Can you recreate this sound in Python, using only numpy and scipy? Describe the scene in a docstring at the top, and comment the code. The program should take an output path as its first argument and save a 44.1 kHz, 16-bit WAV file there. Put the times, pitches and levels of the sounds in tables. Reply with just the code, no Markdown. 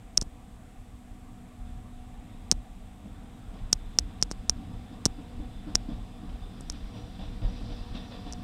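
"""From the start, a far freight train rolls into a yard below: shaped noise rumbles, a fan hums in sines.
At 0.17 s the panning camera's plastic housing first snaps close by, and does so again now and then:
pushes ring its modes as a sharp tick, noise bursts rattle and a thump hits the microphone.
From 1.6 s wheels knock over rail joints in bursts of noise; rolling noise and wheel ringing grow.
From 6.4 s narrow bands of noise surge and squeal. Microphone hiss lasts throughout."""
import sys
import numpy as np
from scipy import signal
from scipy.fft import rfft, irfft, next_fast_len
from scipy.io import wavfile
from scipy.ndimage import uniform_filter1d

SR = 44100
rng = np.random.default_rng(int(sys.argv[2]) if len(sys.argv) > 2 else 0)


def waveform_to_disk(signal):
    """Save audio, clipped to [-1, 1], as 16-bit WAV at the path in sys.argv[1]."""
    frames = np.transpose(np.atleast_2d(signal))
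    scaled = np.clip(frames, -1, 1) * 32767
    samples = np.round(scaled).astype(np.int16)
    wavfile.write(sys.argv[1], SR, samples)


def to_linear_factor(level_db):
    """Convert decibel levels (scalar or array-like) to linear amplitude factors."""
    exponent = np.asarray(level_db, float) / 20
    return 10 ** exponent


N = 371763


def rms_one(x):
    """Scale to rms 1."""
    return x / np.sqrt(np.mean(x ** 2) + 1e-20)


def in_time(rows):
    """Draw each column of a table as a curve, one value a sample."""
    times, *columns = np.transpose(rows)
    return [np.interp(np.arange(N) / SR, times, column) for column in columns]


def drift(rate_hz):
    """Slow random wander of spread 1, made at one value per 40 samples."""
    r = np.exp(-80 * np.pi * rate_hz / SR)
    noise = rng.standard_normal(N // 40 + 2002)
    slow = signal.lfilter([1], [1, -2 * r, r * r], noise)[2000:]   # skip the filter's start
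    return np.interp(np.arange(N) / 40, np.arange(len(slow)), rms_one(slow))


def coloured(spectrum, modes=()):
    """Noise of rms 1 with a smooth spectrum, lifted at each resonance and falling steeply outside."""
    size = next_fast_len(N)
    hz = np.arange(1, size // 2 + 2) * SR / size
    at, db = np.transpose(spectrum)
    shape = np.interp(np.log(hz), np.log(at), db)
    shape -= 24 * np.maximum(np.log2(at[0] / hz), 0)   # 24 dB per octave below
    shape -= 24 * np.maximum(np.log2(hz / at[-1]), 0)   # and above
    for centre, width, lift_db in modes:
        shape += lift_db / (1 + (2 * (hz - centre) / width) ** 2)
    return rms_one(irfft(rfft(rng.standard_normal(size)) * to_linear_factor(shape), size)[:N])


def ring(x, hz, width_hz):
    """A resonance: a unit click sets a sine of starting height 1 ringing; a wider one dies faster."""
    r, w = np.exp(-np.pi * width_hz / SR), 2 * np.pi * hz / SR
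    return signal.lfilter([0, np.sin(w)], [1, -2 * r * np.cos(w), r * r], x + 1e-18)


def filtered(x, order, cut_hz, kind="low"):
    """Butterworth filter that keeps the lows or the highs."""
    return signal.sosfilt(signal.butter(order, cut_hz, kind, fs=SR, output="sos"), x)


def clicks(times, db):
    """Single-sample pushes."""
    out = np.zeros(N)
    out[np.round(np.asarray(times) * SR).astype(int)] = to_linear_factor(db)
    return out


def swell(x, rise_s, fall_s):
    """Each click becomes a bump of its height that rises, then dies."""
    t = np.arange(round(8 * (rise_s + fall_s) * SR)) / SR
    bump = (1 - np.exp(-(t / rise_s) ** 2)) * np.exp(-t / fall_s)
    return np.maximum(signal.fftconvolve(x, bump / bump.max())[:N], 0)


def held(rows, rise_s, fall_s):
    """Sum of envelopes (time [s], level [dB], hold [s]): soft rise, hold, exponential fall."""
    out, t = np.zeros(N + SR), np.arange(SR // 2) / SR
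    for (start, db, hold), fall in zip(rows, np.broadcast_to(fall_s, len(rows))):
        bump = (1 - np.exp(-(t / rise_s) ** 2)) * np.exp(-np.maximum(t - hold, 0) / fall)
        out[round(start * SR):][:len(t)] += to_linear_factor(db) * bump / bump.max()
    return out[:N]


def patchy(x, edges_hz, patchy_db):
    """Moving air makes each band of a far sound flicker on its own."""
    spectrum = rfft(x)
    band = np.digitize(np.arange(N // 2 + 1) * SR / N, edges_hz)
    bands = [irfft(spectrum * (band == k), N) for k in range(len(edges_hz) + 1)]
    return sum(to_linear_factor(patchy_db * drift(5.8)) * one for one in bands)


# Colour of the microphone noise: (frequency [Hz], relative level [dB])
HISS_COLOUR = [(2000, -3), (5000, -10), (6500, -9), (8000, -3.5), (10000, -11), (15000, -14),
               (17000, -15.5)]


def hiss():
    """Steady noise of the microphone itself."""
    return to_linear_factor(-67) * coloured(HISS_COLOUR)


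# The deep rumble heaves: (time [s], deep strength [dB], upper strength [dB], fall [s])
HEAVES = [(0.06, -43, -79, 0.019), (0.54, -61.5, -71, 0.028), (0.77, -43, -64.5, 0.03),
          (1.17, -60.5, -57, 0.054), (1.58, -37.5, -61, 0.038), (1.75, -43, -48, 0.071),
          (2.06, -53, -51, 0.064), (3.6, -44, -50, 0.11), (4.0, -49.5, -53, 0.075), (4.31, -49, -70, 0.1),
          (5.48, -43.5, -49, 0.042), (5.73, -36, -42.5, 0.059), (5.91, -37, -44.5, 0.057),
          (6.27, -54, -69.5, 0.044), (6.39, -34, -75, 0.035), (6.62, -54, -47, 0.04),
          (6.83, -41, -63, 0.03), (6.92, -63, -41.5, 0.051), (7.2, -34.5, -47, 0.11),
          (7.4, -60, -39, 0.091), (7.43, -22.5, -59, 0.052), (7.61, -38, -53, 0.037),
          (7.71, -39, -54, 0.03), (7.9, -38, -48, 0.03), (8.19, -49.5, -65.5, 0.036),
          (8.35, -39, -58, 0.044)]


def levelled(x):
    """A lasting load rings evenly: the chance swells of the noise are partly levelled."""
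    return rms_one(x / (np.sqrt(uniform_filter1d(x ** 2, 4000)) + 0.22))


def ground(near_db, shudder):
    """Heavy wagons shake the ground and the structure: a deep lumpy band and a narrower one above."""
    times, deep_db, upper_db, fall = np.transpose(HEAVES)
    rise_s, follows, lumps_db = 0.013, 0.353, 4.5   # follows: share of the nearness swing
    deep_heave = held(np.c_[times, deep_db, fall / 2], rise_s, fall)
    upper_heave = held(np.c_[times, upper_db, 0 * times], rise_s, fall)
    deep_level = to_linear_factor(-47.5 + follows * near_db + lumps_db * drift(7.92))
    deep_level += shudder + to_linear_factor(-9.0) * deep_heave
    upper_level = to_linear_factor(-61.5 + follows * near_db + lumps_db * drift(8.7)) + upper_heave
    # each heave also rings the structure's own deep mode, a wavering tone around 34 Hz
    tone_hz = 34 * (1 + 0.1 * drift(2.87))
    tone = np.sin(2 * np.pi * np.cumsum(tone_hz / SR) + rng.uniform(0, 2 * np.pi))
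    deep = coloured([(22, -4.5), (34, 3.0), (52, -9), (63, -5.0), (80, -19.0)])
    upper = coloured([(95, -9.5), (108, 6.5), (125, -9.5)])
    return to_linear_factor(1) * deep_heave * tone + deep_level * levelled(deep) + upper_level * levelled(upper)


# Colour of the low drone: (frequency [Hz], relative level [dB])
DRONE_COLOUR = [(60, -10), (100, -9.5), (150, -20), (200, -15.5), (310, -21), (335, -29), (480, -27),
                (560, -42.5)]
# Low resonances of the wagons: (frequency [Hz], width [Hz], lift [dB])
WAGON_MODES = [(185, 38.4, 6.5), (295.5, 11, 7), (660, 41, 3), (742, 66, 5), (757.4, 13, 2), (946, 24, 6.5),
               (1055, 31, 2.5), (1057, 28, 3.5), (1156, 30, 7)]


def drone(near_db):
    """Low rolling rumble, lifted at the wagons' resonances; it grows as the train nears."""
    return to_linear_factor(-48 + 0.54 * near_db + 1.0 * drift(8.9)) * coloured(DRONE_COLOUR, WAGON_MODES)


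# Colour of the middle rumble: (frequency [Hz], relative level [dB])
MIDDLE_COLOUR = [(520, -8), (800, -2), (870, -9.5), (1300, -10), (1600, -13), (2500, -17)]


def middle_rumble(near_db):
    """The rumble's middle pitches, flickering band by band in the moving air."""
    noise = coloured(MIDDLE_COLOUR, WAGON_MODES)
    return to_linear_factor(-59 + 0.31 * near_db) * patchy(noise, [668.4, 890, 1267, 1870], patchy_db=1.5)


# The fan in time: (time [s], level [dB], extra for even multiples [dB])
FAN_LEVELS = [(0.0, -59.5, -6), (0.33, -56, -8.5), (1.5, -53, -17.5), (2.37, -50.5, -19), (2.6, -54, -17),
              (3.5, -56.5, -9), (4.67, -54, -9), (5.21, -49.5, -10), (6.36, -51.5, -10), (7.0, -59, 0.5),
              (7.7, -49.5, -4), (8.43, -44, -10.5)]
# Partials of the blade tone: (multiple of the blade pitch, relative level [dB])
FAN_PARTIALS = [(1, 0), (2, -5), (3, -11.5), (4, -16.5)]


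def blower():
    """Blade tone of the motor cooling fan; moving air makes each partial waver."""
    db, even_db = in_time(FAN_LEVELS)
    # the pitch sinks from 244 Hz by 0.32 Hz per second as the locomotive draws level
    blade_hz = 244 - 0.32 * np.arange(N) / SR
    out = 0
    for multiple, partial_db in FAN_PARTIALS:
        level_db = db + partial_db + even_db * (multiple % 2 == 0) + 2 * drift(3)
        wavering_hz = multiple * blade_hz * (1 + 0.0009 * drift(5))
        out = out + to_linear_factor(level_db) * np.sin(2 * np.pi * np.cumsum(wavering_hz) / SR)
    return out


# Ringing modes of the wheel rims: (frequency [Hz], width [Hz], relative level [dB])
WHEEL_MODES = [(1860, 100, -1), (2665, 56, -0.5), (3350, 99, -6), (3524, 67.9, 6.5), (3790, 30, -1),
               (3975, 54, -3), (4480, 45, -6.5), (4880, 50, -4), (5000, 40, -8)]


def wheel_song(drive):
    """The wheel rims sing at their modes, each waxing and waning on its own."""
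    noise, out = drive * rng.standard_normal(N), 0
    for hz, width, db in WHEEL_MODES:
        # scaled so that noise of rms 1 gives every mode about rms 1 before its level
        even_out = np.sqrt(4 * np.pi * width / SR)
        out = out + to_linear_factor(db + 2.5 * drift(6)) * even_out * ring(noise, hz, width)
    return out


# Colour of the wheels' rolling noise: (frequency [Hz], relative level [dB])
ROLLING_COLOUR = [(1200, -4.5), (2000, -8), (3000, 0), (3600, 1.5), (4100, -7), (4500, -23)]


def rolling(near_db):
    """Rolling noise with the wheel song in it, which stands out more when near."""
    noise = patchy(coloured(ROLLING_COLOUR), [2200, 3100], patchy_db=-0.5)
    song = to_linear_factor(-13 + 0.37 * near_db) * wheel_song(1.0)
    return to_linear_factor(-68.5 + 0.91 * near_db) * (noise + song)


# Colour of the wheel flanges' noise: (frequency [Hz], relative level [dB])
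FLANGE_COLOUR = [(4000, -2), (4900, -3.5), (5800, -7.5), (6100, -16)]


def flanges(near_db):
    """High flange noise with two narrow resonances; it grows much faster than the rest when near."""
    noise = coloured(FLANGE_COLOUR, [(4860, 60, 7.4), (5070, 56, 4.1)])
    return to_linear_factor(-80 + 2.7 * near_db + 1.4 * drift(7.1)) * noise


# Squeals of a rubbed rim: (time [s], strength [dB], hold [s])
SQUEALS = [(6.65, -74, .45), (6.93, -74, 0.16), (7.15, -75, 0.39), (7.48, -73, 0.086), (7.7, -70, 0.035),
           (7.75, -82, .45), (7.94, -70, 0.11), (8.26, -70, .1)]
# A lower rim mode surges as the wagons pass: (time [s], strength [dB], hold [s])
SURGES = [(6.42, -63, 0.087), (6.74, -70, .04), (6.94, -69, .05), (7.2, -70, .025), (7.44, -72, .12),
          (7.7, -73, .04), (7.95, -56, .04), (8.11, -68.5, .03), (8.25, -72, .03)]


def squeal():
    """One rim mode is rubbed into a thin, breathy squeal; a lower one surges."""
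    out = 0
    for rows, hz, width_hz in (SQUEALS, 5765, 70), (SURGES, 3570, 160):
        narrow = ring(ring(rng.standard_normal(N), hz, width_hz), hz, width_hz)
        breath = rms_one(narrow * to_linear_factor(2 * drift(30)))
        out = out + held(rows, rise_s=0.0061, fall_s=0.056) * to_linear_factor(-2) * breath
    return out


# Wheels over rail joints: (time [s], strength [dB], middle re strength [dB], clank re strength [dB])
JOINTS = [(1.642, -52.5, -29, -10), (2.22, -54, -9.5, -27), (3.051, -39.5, -14, -23),
          (3.214, -49.5, -6.5, -32), (3.533, -46.5, -2.5, -10), (4.082, -46, -11, -17),
          (4.429, -46, -30, -33.5), (4.579, -34.5, -17.5, -30), (4.695, -39.5, -16, -33),
          (4.91, -36, -20, -23), (5.181, -36, -13, -25), (5.394, -35, -16, -28), (5.665, -34, -11.5, -21),
          (5.882, -30.5, -15.5, -22.5), (6.227, -39, -14, -27), (6.286, -45.5, -10, -11),
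          (6.724, -41.5, -11, -9), (6.936, -42, -4.5, -9.5), (7.187, -38, -8, -8.5), (7.286, -41, -34, -43),
          (7.414, -38.5, -4.5, -8), (7.608, -38.5, -14, -33), (7.687, -44.5, -5, -4.5),
          (7.938, -32.5, -12, -11), (8.103, -45, -2, -1), (8.258, -37, -9.5, -12.5),
          (8.375, -43, -40, -32.5)]


def joints():
    """Each wheel drop is a dull burst of the wagons' low modes and a clank that sets the wheels singing."""
    times, strength_db, middle_db, clank_db = np.transpose(JOINTS)
    low = coloured([(170, -6), (300, -5.0), (340, -38.0), (500, -28)], WAGON_MODES)
    middle = coloured([(450, 2.5), (800, -2.5), (1500, -14.0)], WAGON_MODES)
    rise_s = 0.0058
    out = low * swell(clicks(times, strength_db - 4.0), rise_s, 0.034)
    out += middle * swell(clicks(times, strength_db + middle_db - 6.5), rise_s, 0.11)
    clank = clicks(times, strength_db + clank_db - 10.5)
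    steel = coloured(ROLLING_COLOUR) + to_linear_factor(-7.5) * coloured(FLANGE_COLOUR)
    grain = to_linear_factor(3 * drift(70))   # fast random roughness
    out += steel * grain * swell(clank, 0.0057, 0.075)
    return out + to_linear_factor(-10) * wheel_song(swell(clank, 0.019, 0.079))


# Loose parts rattle: (time [s], strength [dB], hold [s], thinnest parts re the rest [dB])
RATTLES = [(0.1742, -32.5, 0.0011, -1), (0.184, -59.5, .004, 4), (0.211, -36, 0.0035, -3.5),
           (0.218, -42.5, 0.0094, -2), (2.51, -53, 0.0019, -6.5), (2.517, -50, 0.0053, 4),
           (2.518, -40.5, 0.0088, 3), (3.727, -25.5, .001, 2), (3.7295, -45, 0.0085, 0),
           (3.9865, -34.5, 0.0067, -0.5), (4.213, -52, 0.0018, 1), (4.228, -37, 0.0048, -9),
           (4.304, -54.5, 0.0037, 0), (4.314, -40.5, 0.0075, -20), (4.497, -38, 0.0045, 1),
           (5.0545, -38, .002, -2), (5.058, -27, 0.002, 9), (5.063, -43, 0.0045, 0.5),
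           (5.75, -44, 0.0029, -1), (5.7535, -30, 0.00089, -2), (5.756, -42, .0025, -6.5),
           (6.607, -54, 0.0018, 18), (6.6968, -43, .001, -3), (6.7005, -50, 0.00086, 4),
           (6.72, -53, .002, 15.5), (8.324, -45, 0.0009, -2)]


def loose_parts():
    """Small light parts rattle as bursts of high noise; the thinnest only tinkle."""
    times, strength_db, hold, thin_db = np.transpose(RATTLES)
    rise_s, fall_s = 0.0017, 0.0017
    loose = to_linear_factor(-6.5) * held(np.c_[times, strength_db, hold], rise_s, fall_s) * rng.standard_normal(N)
    thin_level = held(np.c_[times, strength_db + thin_db, hold], rise_s, fall_s)
    thin = to_linear_factor(-9.5) * thin_level * rng.standard_normal(N)
    loose = filtered(loose, 4, 2700, "high") * to_linear_factor(3 * drift(250))
    return loose, filtered(thin, 4, 6600, "high")


# Housing snaps: (time [s], tick push [dB], growth per jerk [dB], edge re tick [dB], thump push [dB])
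SNAPS = [(0.1738, -10, 23.5, 2, -47.5), (0.1765, -3, 5.5, -3.5, -28), (0.2143, -22.5, 6.5, -5, -47),
         (0.2153, -37, 17.5, -0.5, -50), (2.5145, 1, 20, -0.5, -24), (3.727, -32.5, 12, -4, -35),
         (3.7295, 0, 13.5, -1.5, -16), (3.9874, 0, 9.5, -9.5, -17), (4.2259, -4, 9, -7, -17.5),
         (4.3135, -21.5, 14, 0, -20.5), (4.4962, -4, 8, -3, -20), (5.0548, -4.5, 14.5, 0.5, -20.5),
         (5.7517, -29, 5, 10, -29), (5.7544, -0.5, 20.5, -8, -15), (6.6994, -20, 11, -1, -28.5),
         (8.325, -30, 6, 0, -55), (8.3341, -30, 9, -3, -43)]
# The slipped part seats back, pushing the capsule the other way: (same columns as the snaps)
RESEATS = [(0.184, -56, 10, 8, -28), (0.2207, -59, 10, 10, -20.5), (2.5216, -33.5, 9.2, 6.4, -21.5),
           (5.0603, -17, 16, 3.6, -16), (6.607, -62, 10, 8.9, -27.5)]


def mount_shudder():
    """Level of the mount's deep shake after each snap; it follows part of the tick's strength."""
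    times, tick_db = np.transpose(SNAPS)[:2]
    return swell(clicks(times, -37.5 + 0.69 * tick_db), rise_s=0.0047, fall_s=0.052)


# Main modes of the plastic shell: (frequency [Hz], width [Hz], relative level [dB])
SHELL_MODES = [(5470, 800, 1), (4370, 530, -8.5), (2896, 2400, -5), (6953, 1100, -3.5)]


def shell_ticks():
    """A snap is a slip of six growing jerks into the shell's modes; loose parts drive them too."""
    times, tick_db, growth_db, edge_db, _ = np.transpose(SNAPS + RESEATS)
    jerk_gap_s = 0.00018   # the slip locks to the shell's main mode
    slip = sum(clicks(times - k * jerk_gap_s, tick_db - k * np.abs(growth_db)) for k in range(6))
    edge = clicks(times, tick_db + edge_db)   # the last jerk's sharp edge reaches the high modes
    loose, thin = loose_parts()
    out = -ring(to_linear_factor(3) * edge + to_linear_factor(2.0) * loose + thin, 8120, 1620)
    out += ring(to_linear_factor(-5.5) * edge + to_linear_factor(-16.5) * loose, 11300, 5580)
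    for k, (hz, width, db) in enumerate(SHELL_MODES):
        out += (-1) ** k * to_linear_factor(db) * ring(slip + loose, hz, width)
    return out


def capsule_cavity(x):
    """The cavity in front of the capsule needs a few cycles to build up; its port dips the top."""
    slow_part = to_linear_factor(-11.0) * ring(ring(x, 5730, 2300), 12000, 7000)
    quick_part = to_linear_factor(-4.0) * ring(x, 11000, 11000)
    dip_hz, dip_width_hz = 14100, 2500
    return signal.lfilter(*signal.iirnotch(dip_hz, dip_hz / dip_width_hz, fs=SR), slow_part + quick_part)


# Thump modes of the housing's body: (frequency [Hz], width [Hz], relative level [dB])
THUMP_MODES = [(153, 300, 1), (348, 540, -10), (1086, 1700, 1.5)]


def thumps():
    """Each slip or reseat pushes the body's low modes; seating back is a slower, opposite push."""
    times, _, _, _, push_db = np.transpose(SNAPS)
    # the snap's own push is too brief to stir the lowest mode much
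    push = filtered(clicks(times, push_db), 1, 150, "high")
    times, tick_db, _, _, push_db = np.transpose(RESEATS)
    push -= to_linear_factor(-9.0) * filtered(clicks(times, push_db), 2, 350)
    # the louder a reseat ticks, the stronger the sharper part of its push
    push -= to_linear_factor(9.5) * filtered(clicks(times, push_db + 0.19 * tick_db), 1, 901)
    soft = signal.lfilter([0.2], [1, -0.8], push) * to_linear_factor(5.5)
    soft = filtered(soft, 2, 99, "high")   # the housing flexes back: no lasting offset
    return sum(to_linear_factor(db) * ring(soft, hz, width) for hz, width, db in THUMP_MODES)


def housing():
    """The near housing: ticks and rattle heard through the capsule's cavity, plus the body's thumps."""
    return thumps() - capsule_cavity(shell_ticks())


# The train draws nearer: (time [s], level [dB]); only the swing about the mean counts
APPROACH = [(0.0, -72), (0.33, -71), (0.96, -73), (2.42, -67), (2.82, -69), (3.83, -64), (5.94, -62.5),
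            (6.17, -63), (6.97, -60), (7.47, -61), (7.56, -58), (8.43, -60)]


def scene():
    """Microphone hiss, far yard and train, near housing."""
    near_db, = in_time(APPROACH)
    near_db = near_db - near_db.mean()
    rumble = ground(near_db, mount_shudder()) + drone(near_db) + middle_rumble(near_db)
    wheels = rolling(near_db) + flanges(near_db) + squeal() + joints()
    return (hiss() + rumble + blower() + wheels + housing())[None]


def band_limit(x):
    """A steep low-pass at the top of the band."""
    return signal.sosfilt(signal.butter(12, 16610, fs=SR, output="sos"), x)


def record(dry):
    """The loudest ticks are rounded off near full scale; then the top is softened and cut."""
    rounded = 1.274 * np.tanh(dry / 1.262)
    softened = filtered(rounded, 2, 14000)
    top_cut = signal.cheby2(12, 60, 16900, fs=SR, output="sos")
    mix = signal.sosfilt(top_cut, softened)
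    return band_limit(mix)


dry = scene()
out = record(dry)
waveform_to_disk(out)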